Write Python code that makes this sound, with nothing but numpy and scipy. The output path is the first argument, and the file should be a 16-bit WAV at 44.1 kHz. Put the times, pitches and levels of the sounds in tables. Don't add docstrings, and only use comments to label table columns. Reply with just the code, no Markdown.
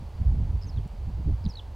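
import sys
import numpy as np
from scipy import signal
from scipy.fft import rfft, irfft, next_fast_len
from scipy.io import wavfile
from scipy.ndimage import uniform_filter1d, map_coordinates

SR = 44100
rng = np.random.default_rng(int(sys.argv[2]) if len(sys.argv) > 2 else 0)


def dump(signal):
    limited = np.clip(np.atleast_2d(signal).T, -1, 1)
    pcm = np.round(limited * 32767).astype(np.int16)
    wavfile.write(sys.argv[1], SR, pcm)


N = 77175


def amp(db):
    return 10 ** (np.asarray(db) / 20)


def unit(x):
    return x / np.sqrt(np.mean(x ** 2) + 1e-20)


def curve(rows):
    return np.interp(np.arange(N) / SR, *np.transpose(rows))


def wobble(per_second):
    points = rng.standard_normal(int(N * per_second / SR) + 4)
    return map_coordinates(points, [np.arange(N) * per_second / SR])


def filtered(x, response):
    size = next_fast_len(N + SR // 2)
    hz = np.fft.rfftfreq(size, 1 / SR)
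    return irfft(rfft(x, size) * response(hz), size)[..., :N]


def coloured(x, colour):
    points_hz, db = np.transpose(colour)
    return filtered(x, lambda hz: amp(np.interp(np.log(hz + 1), np.log(points_hz + 1), db)))


def noise(colour):
    return unit(coloured(rng.standard_normal(N), colour))


def hiss():
    # frequency in Hz, relative level in dB.
    colour = [(300, 0), (1000, 0), (4000, 0), (8000, -7), (13000, -9)]
    return amp(-86.5) * np.array([noise(colour), noise(colour)])


def trees():
    # frequency in Hz, relative level in dB.
    rush_colour = [(30, 1), (200, -2), (400, 2), (600, 2), (900, 2.5), (1250, -8), (1800, -11.5),
                   (3000, -13.5), (4600, -21), (6000, -21), (8000, -25.5), (15500, -31)]
    leaf_colour = [(300, -54.5), (1200, -17), (2800, 3), (4600, 25), (6000, 0), (9000, -24), (15000, -49)]
    sway_db, sway_per_second = .35, 6
    rush = amp(-54 + sway_db * wobble(sway_per_second)) * noise(rush_colour)
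    leaves = amp(-72 + 2 * sway_db * wobble(sway_per_second)) * noise(leaf_colour)
    return rush + leaves


def eddies(colour):
    swirl = noise(colour)
    power = np.abs(signal.hilbert(swirl)) ** 2
    for _ in range(2):
        power = np.abs(uniform_filter1d(power, size=700))
    return unit(swirl / np.sqrt(power + 1e-3))


def buffeting():
    # time in seconds, relative level in dB.
    rumble_levels = [(0.03, -45.5), (0.082, -34), (0.106, -45), (0.188, -35), (0.216, -19.5), (0.244, -35),
                     (0.268, -16.5), (0.37, -27.5), (0.442, -24.5), (0.48, -37.5), (0.504, -21),
                     (0.522, -42), (0.542, -21.5), (0.618, -34.5), (0.728, -36), (0.776, -24), (0.862, -35),
                     (0.882, -50), (1.074, -28), (1.116, -40.5), (1.136, -30.5), (1.198, -29.5),
                     (1.232, -33), (1.27, -22.5), (1.342, -22.5), (1.366, -33), (1.4, -36), (1.49, -28),
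                     (1.514, -42), (1.75, -38.5)]
    flutter_levels = [(0.03, -41.5), (0.12, -74), (0.202, -43), (0.408, -32.5), (0.508, -45), (0.546, -37),
                      (0.614, -59), (0.672, -35), (0.738, -55), (0.79, -35), (0.838, -62), (0.858, -33),
                      (0.91, -75), (0.94, -45), (0.982, -59), (1.012, -47), (1.04, -59), (1.088, -35.5),
                      (1.154, -64), (1.202, -33.5), (1.222, -51), (1.29, -28), (1.408, -68), (1.466, -25.5),
                      (1.524, -60), (1.75, -57)]
    # frequency in Hz, relative level in dB.
    rumble_colour = [(12, -12), (28, -16), (48, -1.5), (65, 1), (95, -5.5), (140, -20), (220, -37),
                     (900, -120)]
    flutter_colour = [(70, 0), (115, 2.5), (155, 0), (220, -6.5), (300, -16), (420, -25), (700, -43.5),
                      (4000, -120)]
    breeze_colour = [(12, -14), (30, -5), (48, 0), (62, -4), (80, -13), (120, -23), (250, -45), (900, -120)]
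    rumble = amp(curve(rumble_levels)) * eddies(rumble_colour)
    flutter = amp(curve(flutter_levels) + 2.5) * eddies(flutter_colour)
    breeze = amp(-42) * noise(breeze_colour)
    return breeze + rumble + flutter


def thumps():
    # middle in seconds, length in seconds, pitch in Hz, level in dB.
    swirls = [ (.792, .03, 270, -42), (1.281, .02, 310, -34), (1.466, .022, 165, -18), ]
    sound = np.zeros(N)
    for middle, length, hz, db in swirls:
        t = np.arange(N) / SR - middle
        swell = np.cos(np.pi * np.clip(t / length, -.5, .5)) ** 2
        phase = rng.uniform(0, 2 * np.pi)
        sound += amp(db) * swell * np.sin(2 * np.pi * hz * t + phase)
    return sound


def tick():
    # frequency in Hz, relative level in dB.
    colour = [(2000, -20), (6500, -1), (9000, -5), (12500, 0), (15500, -9)]
    start_s, fade_s = .8773, .004
    t = np.arange(N) / SR - start_s
    burst = rng.standard_normal(N) * (t >= 0) * 1e-3 ** (np.abs(t) / fade_s)
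    return amp(-46) * coloured(burst, colour)


def echo(sound):
    delay_s, fade_s = .005, .5
    t = np.arange(SR // 2) / SR
    tail = rng.standard_normal(len(t)) * 1e-3 ** (t / fade_s) * (t > delay_s)
    return amp(-18) * signal.fftconvolve(sound, tail / np.linalg.norm(tail))[:N]


def voice(pitch_hz):
    wavering_hz = pitch_hz * (1 + .006 * wobble(per_second=370))
    return np.sin(2 * np.pi * np.cumsum(wavering_hz) / SR)


def note(middle, length, hz, glide_hz, db, arch_hz):
    position = np.clip((np.arange(N) / SR - middle) / length, -.5, .5)
    swell = np.abs(np.cos(np.pi * position)) ** 1.68
    pitch_hz = hz + glide_hz * position - arch_hz * (2 * position) ** 2
    return amp(db) * swell * voice(pitch_hz)


def whistle(points):
    times, hz, db = np.transpose(points)
    t = np.arange(N) / SR
    fade_s = .002
    fade_in_out = np.clip(np.minimum(t - times[0], times[-1] - t) / fade_s, 0, 1)
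    return fade_in_out * amp(np.interp(t, times, db)) * voice(np.interp(t, times, hz))


def bird():
    # middle in seconds, pitch in Hz, rise in Hz, level in dB.
    opening_chips = [ (.6172, 5300, 900, -51), (.6255, 5150, 900, -44), (.6353, 5000, 1200, -45),
                     (.6451, 5000, 900, -46), (.654, 5100, 600, -58), (1.4435, 4980, 1000, -51),
                     (1.454, 4600, 1500, -41), (1.4633, 3850, 1500, -41), ]
    # time in seconds, pitch in Hz, level in dB.
    whistle_paths = [
        [(.665, 6550, -65), (.671, 6400, -60), (.682, 6100, -59), (.690, 5650, -57), (.696, 5280, -48),
         (.700, 4950, -51), (.704, 4800, -60)],
        [(1.487, 6550, -60), (1.492, 5800, -53), (1.503, 5280, -47), (1.512, 4950, -48), (1.516, 4880, -57),
         (1.522, 4750, -54), (1.528, 4050, -57)],
    ]
    # middle in seconds, length in seconds, pitch in Hz, fall in Hz (minus rises), level in dB.
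    closing_notes = [(.709, .012, 4830, 195, -61), (.721, 0.01, 4600, 196, -60),
                     (0.729, 0.0086, 4400, 202, -58), (.743, 0.011, 4260, 108, -58.5),
                     (0.7645, 0.015, 3850, 300.5, -59.5), (0.774, 0.0064, 3630, 293.5, -51),
                     (0.783, 0.023, 3380, 354.5, -53.5), (1.53, 0.0089, 4050, 109, -55),
                     (1.5393, 0.0062, 4500, -400, -48), (1.557, .0095, 4350, -13.5, -41),
                     (1.5734, 0.009, 3960, -100, -38), (1.5857, 0.013, 3960, 354.5, -44),
                     (1.596, .012, 3490, 854.5, -39), (1.6063, 0.0054, 3080, -5, -52)]
    chip_s, waver_db = .005, .8
    chips = sum(note(middle, chip_s, hz, rise, db, arch_hz=550)
                for middle, hz, rise, db in opening_chips)
    whistles = sum(whistle(points) for points in whistle_paths)
    runs = sum(note(middle, length, hz, -fall, db, arch_hz=570)
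               for middle, length, hz, fall, db in closing_notes)
    return (chips + whistles + runs) * amp(waver_db * wobble(per_second=320))


def panned(sound):
    # frequency in Hz, left level minus right level in dB.
    balance = [(400, -1.5), (1200, -1), (4500, -1.1), (8000, -.2)]
    left = coloured(sound, [(hz, db / 2) for hz, db in balance])
    right = coloured(sound, [(hz, -db / 2) for hz, db in balance])
    return np.array([left, right])


def scene():
    calls = bird()
    field = buffeting() + thumps() + trees() + tick() + calls + echo(calls)
    return panned(field) + hiss()


def record(dry):
    return filtered(dry, lambda hz: hz < 15750)


dry = scene()
out = record(dry)
dump(out)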